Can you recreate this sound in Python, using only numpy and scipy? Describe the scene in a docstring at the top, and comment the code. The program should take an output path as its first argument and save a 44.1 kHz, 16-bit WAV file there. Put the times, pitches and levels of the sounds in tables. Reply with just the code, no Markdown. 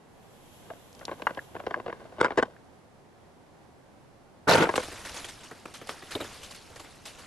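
"""Fingers knock, creep and drag on the plastic shell of a small camera held in an autumn wood.
Short slips set the modes of the shell ringing, and a dense train of slips makes the hard drag.
Dry leaves rustle and crunch in clouds of tiny pitched cracks, with soft thumps of weight;
twigs and stiff leaves snap as brief narrow-band noise. Coloured noise is the hush of the forest,
with a thin hiss over its first seconds."""
import sys
import numpy as np
from scipy import signal
from scipy.fft import rfft, irfft, next_fast_len
from scipy.io import wavfile

SR = 44100
rng = np.random.default_rng(int(sys.argv[2]) if len(sys.argv) > 2 else 0)


def wrap_up_sound(samples):
    """Save the sound to the file named by the first command line argument, as 16-bit audio."""
    columns = np.atleast_2d(samples).T
    # keep every value between -1 and 1, then stretch to whole-number steps
    tamed = np.clip(columns, -1, 1)
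    steps = np.round(tamed * 32767).astype(np.int16)
    wavfile.write(sys.argv[1], SR, steps)


N = 320166
BURST = 8192  # samples in a short event
TIME = np.arange(N) / SR
AGE = TIME[:BURST]  # seconds since a short event began


def undb(db):
    """Decibels to gain."""
    return 10 ** (np.asarray(db) / 20)


def unit(x):
    """Scale to rms 1."""
    return x / np.sqrt(np.mean(x ** 2) + 1e-30)


def blow(x, db):
    """Give a burst the energy of 10 ms at this level."""
    return unit(x) * undb(db) * np.sqrt(.01 * SR / x.shape[-1])


def add(out, start_s, x):
    """Mix a burst into the output at its start time."""
    i = int(start_s * SR)
    out[..., i:i + x.shape[-1]] += x[..., :N - i]


def band(x, low_hz, high_hz):
    """Causal band-pass."""
    return signal.sosfilt(signal.butter(3, [low_hz, high_hz], "band", fs=SR, output="sos"), x)


def colour(x, points):
    """Causal minimum-phase filter through (Hz, dB) points, built by folding the cepstrum."""
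    size = next_fast_len(x.shape[-1] + BURST)
    size += size % 2
    hz, db = np.transpose(points)
    bins = np.maximum(np.fft.rfftfreq(size, 1 / SR), 1)
    gain = undb(np.interp(np.log(bins), np.log(hz), db))
    cepstrum = irfft(np.log(gain))
    cepstrum[1:size // 2] *= 2
    cepstrum[size // 2 + 1:] = 0
    response = np.exp(rfft(cepstrum))
    return irfft(rfft(x, size) * response)[..., :x.shape[-1]]


def stereo(pair, side):
    """Left and right from two signals, the first as mid and the second, coloured, as side."""
    return pair[0] + np.array([[1], [-1]]) * colour(pair[1], side)


def walk(rate_hz, size=N):
    """Random wander: straight lines between normally distributed knots."""
    knots = rng.standard_normal(1024)
    return np.interp(TIME[:size] * rate_hz, np.arange(len(knots)), knots)


def envelope(start_s, attack_s, end_s, release_s):
    """Rise to 1, hold until the end, die away."""
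    rise = np.clip((TIME - start_s) / attack_s, 0, 1)
    return rise * np.exp(-np.maximum(TIME - end_s, 0) / release_s)


def clicks(rate_hz, scatter_db, size):
    """Random clicks, mostly small, a few large; two rows that share moments and sizes."""
    hit = rng.random(size) < rate_hz / SR
    strength = undb(scatter_db * np.minimum(rng.exponential(size=size), 4))
    return hit * strength * rng.standard_normal((2, size))


def resonate(x, hz, width_hz):
    """A single resonance, gain 1 at its centre."""
    return signal.lfilter(*signal.iirpeak(hz, hz / width_hz, fs=SR), x)


def grains(rate_hz, scatter_db, cycles, patchy_db, size):
    """Tiny cracks that each ring at their own pitch; rate and cycles hold at 1 kHz and grow with pitch."""
    out = 0
    for hz in np.geomspace(40, 14500, 56):
        growth = np.sqrt(hz / 1000)
        width_hz = hz / max(cycles * growth, 2)
        cloud = unit(resonate(clicks(rate_hz * growth, scatter_db, size), hz, width_hz))
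        # some pitches crowd in for a moment
        out = out + cloud * np.sqrt(hz) * undb(patchy_db * walk(45, size))
    return out


def ring(modes, detune=0., scatter_db=0.):
    """Decaying sines at the two ports; each touch can detune the modes and weight them anew."""
    hz, t60_s, db, pan_db, phase = np.transpose(modes)[:, :, None]
    chance = rng.standard_normal((2, len(modes), 1))
    t = AGE[:BURST // 2]
    fade = undb(db + scatter_db * chance[0]) * np.exp(-np.log(1000) * t / t60_s)
    turn = 2 * np.pi * hz * (1 + detune * chance[1]) * t
    ports = [fade * undb(side * pan_db) * np.sin(turn + side * phase) for side in (.5, -.5)]
    return np.array([port.sum(0) for port in ports])


# Finger knocks on the shell. Each row: start in seconds, slip length in seconds before stretching,
# level in dB, brightness in dB before each part takes its share (plus favours ring over body).
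KNOCKS = [(0.701, 0.0029, -37, -1.5), (1.011, .0026, -42.5, 0), (1.025, 0.0036, -46, 3),
          (1.08, 0.0027, -33.5, 2), (1.089, 0.0062, -34, 0.5), (1.113, 0.0092, -30, -2),
          (1.196, 0.0036, -41, -4), (1.219, 0.0015, -34.5, -1), (1.268, 0.003, -19.5, 12),
          (1.306, 0.0016, -33.5, -1), (1.372, 0.0052, -31, -1), (1.551, .0026, -34.5, -5.5),
          (1.563, .003, -35.5, 1), (1.6, 0.0025, -35.5, -1), (1.637, 0.0055, -43, -6),
          (1.665, 0.0053, -26, -5), (1.707, 0.0049, -30.5, 0.5), (1.741, 0.0032, -24.5, 15.5),
          (1.764, 0.013, -33, -20), (1.798, 0.0014, -35, 1), (1.861, 0.0037, -31, -5),
          (1.878, .008, -30, -6.5), (1.898, 0.0049, -36.5, 4), (1.926, 0.0027, -33.5, 4),
          (2.014, 0.0044, -46.5, -9), (2.051, 0.0045, -45.5, -8), (2.122, .0065, -46.5, -9),
          (2.182, .009, -34.5, -5), (2.201, 0.0087, -23, 1.5), (2.211, 0.0016, -13.5, -0.5),
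          (2.228, 0.011, -22, -1.5), (2.245, 0.0054, -16.5, 5.5), (2.26, 0.0021, -29, 2),
          (2.281, 0.0023, -36, 1), (2.305, 0.003, -29.5, 1), (2.315, 0.0042, -33, -1.5),
          (2.373, 0.0077, -17.5, -3.5), (2.38, 0.0064, -16.5, -1.5), (2.395, .0042, -24.5, -1),
          (2.425, .004, -18.5, 2), (2.478, 0.011, -47, -21), (4.668, 0.0033, -28, -8),
          (4.69, 0.0059, -20.5, 1.5), (4.737, 0.0019, -26.5, 0.5), (4.778, .0018, -19, -2.5)]
# Parts of the shell's voice: thud, body, ring and tick. Each row: low edge in Hz, high edge in Hz.
SHELL_PARTS = [(60, 300), (300, 750), (750, 2300), (2300, 13000)]
# Balance of those parts. Each row: dB against the knock before its brightness acts,
# share of the brightness (a ratio).
KNOCK_SHARES = [(-18, -0.42), (-3, -0.46), (-3, 0.65), (-19.5, 0.045)]
# Modes of the plastic shell. Each row: centre pitch in Hz, time to fall 60 dB in seconds,
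# relative strength in dB, left minus right in dB, phase between the two ports in radians.
SHELL = [(158, 0.017, -37, -17, .1), (250, 0.056, -7.5, -11, 0.16), (443, 0.042, -25, -21, .4),
         (508.6, 0.041, 3.5, -2, 0.13), (635, 0.0097, 13, 2, 0.24), (875, 0.016, 1, -3, 0.33),
         (1043, 0.013, 9, 6.5, 0.52), (1530, 0.015, 8, 0.5, 1.5), (2030, 0.011, -1, -3.5, 1.1),
         (2750, 0.0067, 2, -5, 1.67), (3090, 0.03, -11, -2, 0.88), (3620, 0.0083, -9.5, -23, 0.94),
         (4420, 0.01, -6, -6, 0.43), (5130, 0.0078, -8, -10, 0.5), (6970, 0.00091, 2.5, -22.5, 0.48),
         (9500, .002, -25, 3, 1.2)]


def knocks(slip_rate=1800, slip_db=-8, creep_db=-26, creep_s=0.023, soft_hz=3600, soft_db=-54, octave_db=17):
    """A finger lets go with a snap, stutters for some milliseconds and creeps to rest; the shell rings."""
    out = np.zeros((2, N))
    share_db, tilt = np.transpose(KNOCK_SHARES)
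    for start_s, length_s, db, bright_db in KNOCKS:
        # brightness moves energy between the parts and leaves the sum alone
        shares = undb(share_db + tilt * bright_db)
        shares = shares * np.linalg.norm(undb(share_db)) / np.linalg.norm(shares)
        part_db = db + 20 * np.log10(shares)
        stutter = undb(slip_db) * np.exp(-(AGE / (1.71 * length_s)) ** 2)
        rest = undb(creep_db) * np.exp(-AGE / creep_s)
        slips = clicks(slip_rate, 3.2, size=BURST)[0] * (stutter + rest)
        slips[0] += .9  # the first snap
        # a harder contact is shorter, so it reaches higher
        reach_hz = np.clip(soft_hz * 2 ** ((part_db[-1] - soft_db) / octave_db), 2500, 10000)
        push = band(slips, 24, reach_hz)[None]
        shell = signal.fftconvolve(push, ring(SHELL, detune=0.054, scatter_db=1.5))[:, :BURST]
        parts = [blow(band(shell, *edges), level) for edges, level in zip(SHELL_PARTS, part_db)]
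        add(out, start_s + .0008, sum(parts))  # sounds 0.8 ms after its start
    return out


# the skin creeps just before each knock and for longer after it, more around the strong ones
CREEP_DB, CREEP_PER_KNOCK_DB = -44.5, 0.15  # level beside a 0 dB knock, dB per dB of knock
CREEP_LEAD_S, CREEP_FADE_S = 0.034, 0.054


def creep(slip_rate=600, reach_hz=5000):
    """Around each knock the skin slides in tiny steps that tick softly through the shell."""
    pressure = np.zeros(N)
    for start_s, _, db, _ in KNOCKS:
        near = np.exp(-np.maximum((start_s - TIME) / CREEP_LEAD_S, (TIME - start_s) / CREEP_FADE_S))
        pressure = np.maximum(pressure, undb(CREEP_DB + CREEP_PER_KNOCK_DB * db) * near)
    slips = band(clicks(slip_rate, 3.6, size=N)[0], 44, reach_hz)
    return unit(signal.fftconvolve(slips[None], ring(SHELL))[:, :N]) * pressure


# The hand drags over the shell in a few pushes. 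Each row: start in seconds, length in seconds
# before the release, force level in dB.
PUSHES = [(4.47, 0.048, -17), (4.51, 0.05, -16.5), (4.568, 0.022, -18.5), (4.596, 0.037, -18)]
PUSH_ATTACK_S, LET_GO_S, LINGER_S = 0.013, 0.015, 0.062
LINGER = 0.2  # share of the force that lingers


def drag_force():
    """Each push bites, holds and lets go, except for a light lingering touch."""
    force = np.zeros(N)
    for start_s, length_s, db in PUSHES:
        firm = envelope(start_s, PUSH_ATTACK_S, start_s + length_s, LET_GO_S)
        light = envelope(start_s, PUSH_ATTACK_S, start_s + length_s, LINGER_S)
        force = np.maximum(force, undb(db) * ((1 - LINGER) * firm + LINGER * light))
    return force


# Tone of the rubbing. Each row: pitch in Hz, relative level in dB.
DRAG_COLOUR = [(24, -45), (40, -19), (124, -20), (158, -2.5), (197, -8), (401, -8), (487, -23), (565, -4),
               (1470, -10), (1700, -12.5), (2170, -16), (11800, -41.5), (14000, -46)]
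# Width of the rubbing. Each row: pitch in Hz, side minus mid in dB.
DRAG_SIDE = [(60, 11), (110, -15), (200, -16), (370, -9), (690, -10), (1260, -7), (2330, -1), (4280, -6.5),
             (7870, -3), (14500, 2)]
# Resonances of the gripped shell. Each row: pitch in Hz, time to fall 60 dB in seconds,
# relative strength in dB, left minus right in dB, phase between the ports in radians.
GRIP = [(174, 0.06, -6.5, -6, .1), (507, 0.024, 5, 6.5, .2), (538, 0.05, 2, -9, 0.16),
        (915, 0.08, 0, 5, 0.74), (1448, 0.037, 1.5, -6, .6)]
# the scrape at the ports builds more slowly and dies down as the hand moves on
SCRAPE_DB, SCRAPE_ATTACK_S, SCRAPE_SAG_DB_PER_S = -4.5, 0.023, 49


def drag(slip_rate=2200, grip_db=-2, click_db=-7):
    """Skin sticks and slips over the shell in a dense train that shakes it and scrapes at the ports."""
    first, size = int(PUSHES[0][0] * SR), 2 * BURST
    span, age = slice(first, first + size), TIME[:size]
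    shudder = drag_force()[span]
    scrape = shudder * np.minimum(age / SCRAPE_ATTACK_S, 1) * undb(SCRAPE_DB - SCRAPE_SAG_DB_PER_S * age)
    slips = unit(clicks(slip_rate, 1.6, size=size))
    ridges = unit(grains(200, 3.1, 6, 3.8, size=size))
    rub = colour(stereo(ridges + undb(click_db) * slips, DRAG_SIDE), DRAG_COLOUR)
    held = signal.fftconvolve(slips[:1], ring(GRIP))[:, :size]
    low = unit(band(unit(rub) + undb(grip_db) * unit(held), 77, 3170))
    high = unit(band(rub, 2670, 12600))
    out = np.zeros((2, N))
    out[:, span] = low * shudder + high * scrape
    return out


# How strongly the leaves stir underfoot. Each row: time in seconds, level in dB before
# the opening rise and the trims of rustle, crackle and litter.
STIR = [(4.8, -43.5), (5.12, -43.5), (5.43, -51.5), (5.73, -56), (5.99, -50), (6.35, -44.5), (6.59, -51.5),
        (7.04, -54), (7.25, -49)]
STIR_START_S, STIR_RISE_S, STIR_FLICKER_DB = 4.48, 0.28, 0.1


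def leaf_stir():
    """The stirring rises from silence, follows its level curve and flickers slightly."""
    stir = undb(np.interp(TIME, *np.transpose(STIR)) + STIR_FLICKER_DB * walk(22))
    return stir * np.clip((TIME - STIR_START_S) / STIR_RISE_S, 0, 1)


# Crunches. Each row: start in seconds, length in seconds before stretching, level in dB before
# the trims below, weight in dB (heavy ones thump more and crackle less).
CRUNCHES = [(4.756, .008, -25.5, -1), (4.828, 0.014, -37, -2), (4.851, .0078, -42.5, 0),
            (4.88, 0.0053, -44, 8.5), (4.915, 0.016, -39.5, 4), (4.981, 0.01, -47, 4),
            (5.05, 0.017, -38, -5.5), (5.093, 0.0088, -41.5, -4), (5.141, 0.031, -40, -7),
            (5.163, 0.043, -36.5, -4.5), (5.244, .01, -38.5, -3), (5.286, 0.013, -40.5, -7),
            (5.406, .025, -50, 1), (5.433, 0.019, -44, -2.5), (5.51, 0.012, -43, 7),
            (5.654, .0047, -39.5, 4.5), (5.739, 0.028, -43.5, -8), (5.813, 0.01, -42, 6),
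            (5.87, 0.013, -44.5, -4), (5.889, 0.022, -35, -1), (5.92, 0.042, -43.5, 1),
            (6.022, 0.013, -43.5, 5.5), (6.107, 0.032, -37, -5), (6.15, .014, -36.5, 14.5),
            (6.201, 0.016, -33.5, 8), (6.239, 0.02, -39, 0), (6.431, 0.021, -45.5, -10.5),
            (6.508, 0.015, -44, -7), (6.546, .019, -49, -10), (6.699, .01, -54.5, 12),
            (6.758, 0.014, -44.5, -2), (6.796, 0.011, -41, -2), (6.844, .0072, -49.5, -1),
            (7.054, 0.031, -41, -9.5), (7.184, 0.019, -45.5, -3)]
# Tone of the cracking leaves. Each row: pitch in Hz, relative level in dB.
LEAF_COLOUR = [(120, -41), (200, -19), (312, -16), (373, -9), (415, -8), (815, -9), (1410, -7.5),
               (3380, -13.5), (3820, -13.5), (4250, -14), (11300, -22.5), (12800, -38), (14000, -92)]
# Width of the leaves. Each row: pitch in Hz, side minus mid in dB.
LEAF_SIDE = [(60, -10), (110, -9), (200, -11), (370, -23), (690, -21.5), (1260, -23), (2330, -17.5),
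             (4280, -10), (7870, -7), (14500, 4.5)]
# Tone of the thumps of weight. Each row: pitch in Hz, relative level in dB.
THUMP_COLOUR = [(40, -26), (90, -9), (215, -14.5), (270, -3), (310, -3.5), (370, -5.5), (450, -4.5),
                (700, -11.5), (1500, -38)]
# Tone of the dull litter. Each row: pitch in Hz, relative level in dB.
LITTER_COLOUR = [(30, 1.5), (85, 3), (180, -5), (300, -3.5), (520, -16.5), (800, -32), (1500, -35)]
LEAF_SPLIT_HZ = 2500  # rustle below, crackle above
STIR_RUSTLE_DB, STIR_CRACKLE_DB, STIR_LITTER_DB = -5.5, -4.5, -9.5  # against the stir
CRUNCH_RUSTLE_DB, CRUNCH_THUMP_DB, CRUNCH_CRACKLE_DB = -1.13, -5.5, -4  # against a crunch's level
CRACKLE_LOSS = 0.84  # dB of crackle lost per dB of weight
CRACKLE_LINGER, CRACKLE_LINGER_S = 0.2, 0.1  # the fine crackle outlasts each press


def leaves(settle=0.19, settle_s=0.058, thump_lag_s=0.0024):
    """Countless tiny cracks in dry leaves; each press sets off a settling flurry, then weight thumps."""
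    stir = leaf_stir()
    # rustle and crackle add up as power
    rustle = (stir * undb(STIR_RUSTLE_DB)) ** 2
    crackle = (stir * undb(STIR_CRACKLE_DB)) ** 2
    thumps = np.zeros((2, N))
    for start_s, length_s, db, weight_db in CRUNCHES:
        # a press bites at once, fades and settles
        press = np.exp(-(AGE / (1.38 * length_s)) ** 2) + settle * np.exp(-AGE / settle_s)
        press = press * (1 - np.exp(-AGE / 0.00079))
        add(rustle, start_s, blow(press, db + CRUNCH_RUSTLE_DB) ** 2)
        unfolding = press + CRACKLE_LINGER * np.exp(-AGE / CRACKLE_LINGER_S)
        crackle_db = db + CRUNCH_CRACKLE_DB - CRACKLE_LOSS * weight_db
        add(crackle, start_s, blow(unfolding, crackle_db) ** 2)
        weight = stereo(rng.standard_normal((2, BURST)) * press, [(100, -19), (600, -21)])
        thump = blow(colour(weight, THUMP_COLOUR), db + CRUNCH_THUMP_DB + weight_db)
        add(thumps, start_s + thump_lag_s, thump)
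    cracks = grains(600, 2.4, 6, 2.5, size=N)
    cracks = colour(stereo(cracks, LEAF_SIDE), LEAF_COLOUR)
    blades = unit(band(cracks, 440, LEAF_SPLIT_HZ)) * np.sqrt(rustle)
    edges = unit(band(cracks, LEAF_SPLIT_HZ, 17000)) * np.sqrt(crackle)
    # the litter shifts dully as long as the leaves stir
    shifting = stereo(rng.standard_normal((2, N)), [(100, -17), (600, -30)])
    shifting = unit(colour(shifting, LITTER_COLOUR))
    litter = shifting * stir * undb(STIR_LITTER_DB + 0.57 * walk(9.9))
    return blades + edges + thumps + litter


# Twigs and stiff leaves snapping. Each row: start in seconds, pitch in Hz,
# nominal width in Hz (it sets the fade, and the filters are wider), level in dB.
SNAPS = [(.707, 670, 89, -37.5), (0.929, 4970, 3000, -59), (.95, 5000, 2500, -57), (0.993, 4200, 2500, -56),
         (1.053, 4480, 1730, -38), (1.22, 2660, 880, -42.5), (1.2698, 1480, 330, -28),
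         (1.348, 2980, 1200, -52.5), (1.39, 1630, 266, -35.5), (2.564, 1690, 507, -56),
         (5.743, 4000, 120, -56), (5.893, 870, 500, -33.5), (6.118, 1860, 120, -44),
         (6.151, 3800, 258, -35), (6.153, 3020, 700, -39.5), (6.211, 3700, 260, -41)]
SNAP_FADE_S, SNAP_BUZZ = 0.0017, 0.59  # a snap lasts longer by SNAP_BUZZ / width


def snaps():
    """A stem or a stiff leaf gives way and buzzes briefly at its own pitch; the purer, the longer."""
    out = np.zeros((2, N))
    for start_s, hz, width_hz, db in SNAPS:
        fade = np.exp(-AGE / (SNAP_FADE_S + SNAP_BUZZ / width_hz))
        split = stereo(rng.standard_normal((2, BURST)), [(1000, -10), (6000, -9)]) * fade
        buzz = resonate(resonate(split, hz, 1.54 * width_hz), hz, 1.54 * width_hz)
        add(out, start_s, blow(buzz, db))
    return out


# Tone of the forest air. Each row: pitch in Hz, relative level in dB.
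FOREST = [(15, -39), (25, 1), (42, -15), (80, 0.5), (208, -0.5), (318, -3), (616, -4.5), (666, -5.5),
          (741, -3), (1330, -14.5), (1870, -17), (2380, -21.5), (11300, -33), (12600, -40.5), (14000, -42)]
# Width of the forest air. Each row: pitch in Hz, side minus mid in dB.
FOREST_SIDE = [(60, -3.5), (110, -4), (200, -4), (370, -1.5), (690, -7), (1260, -2.5), (2330, -1),
               (4280, -2.5), (7870, -1.5), (14500, 6.5)]
# Tone of the thin hiss. Each row: pitch in Hz, relative level in dB.
HISS_COLOUR = [(1500, -16), (3300, -4.5), (4500, -15), (7500, -10), (9800, -19), (10900, -6), (12300, -11),
               (13200, -46)]
FOREST_DB, FOREST_PAN_DB = -55.5, -1.5  # level before the early lift and the wander, left minus right
# a thin high hiss swells, holds and fades
HISS_DB, HISS_RISE_S, HISS_END_S, HISS_FADE_S = -61, 0.52, 1.52, 0.2


def forest():
    """Distant air in the trees, a little louder in the first seconds, when a thin hiss joins it."""
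    air = unit(colour(stereo(rng.standard_normal((2, N)), FOREST_SIDE), FOREST))
    air = air * undb(FOREST_PAN_DB * np.array([[.5], [-.5]]))
    early_db = np.interp(TIME, [0, .9, 2.3, 2.7], [0.66, 2.54, 3.7, 0.62])
    air = air * undb(FOREST_DB + early_db + .5 * walk(8.0))
    hiss = unit(colour(rng.standard_normal((2, N)), HISS_COLOUR))
    swell = envelope(0, HISS_RISE_S, HISS_END_S, HISS_FADE_S)
    return air + hiss * swell * undb(HISS_DB + walk(25.7))


def scene():
    """Handling noise, leaves, snapping stems and forest together."""
    return knocks() + creep() + drag() + leaves() + snaps() + forest()


TOP_HZ = 13200


def record(dry):
    """The camera rounds the loudest peaks and cuts the top."""
    rounded = np.tanh(1.1 * dry) / 1.1
    return signal.sosfilt(signal.ellip(8, .2, 70, TOP_HZ, fs=SR, output="sos"), rounded)


dry = scene()
out = record(dry)
wrap_up_sound(out)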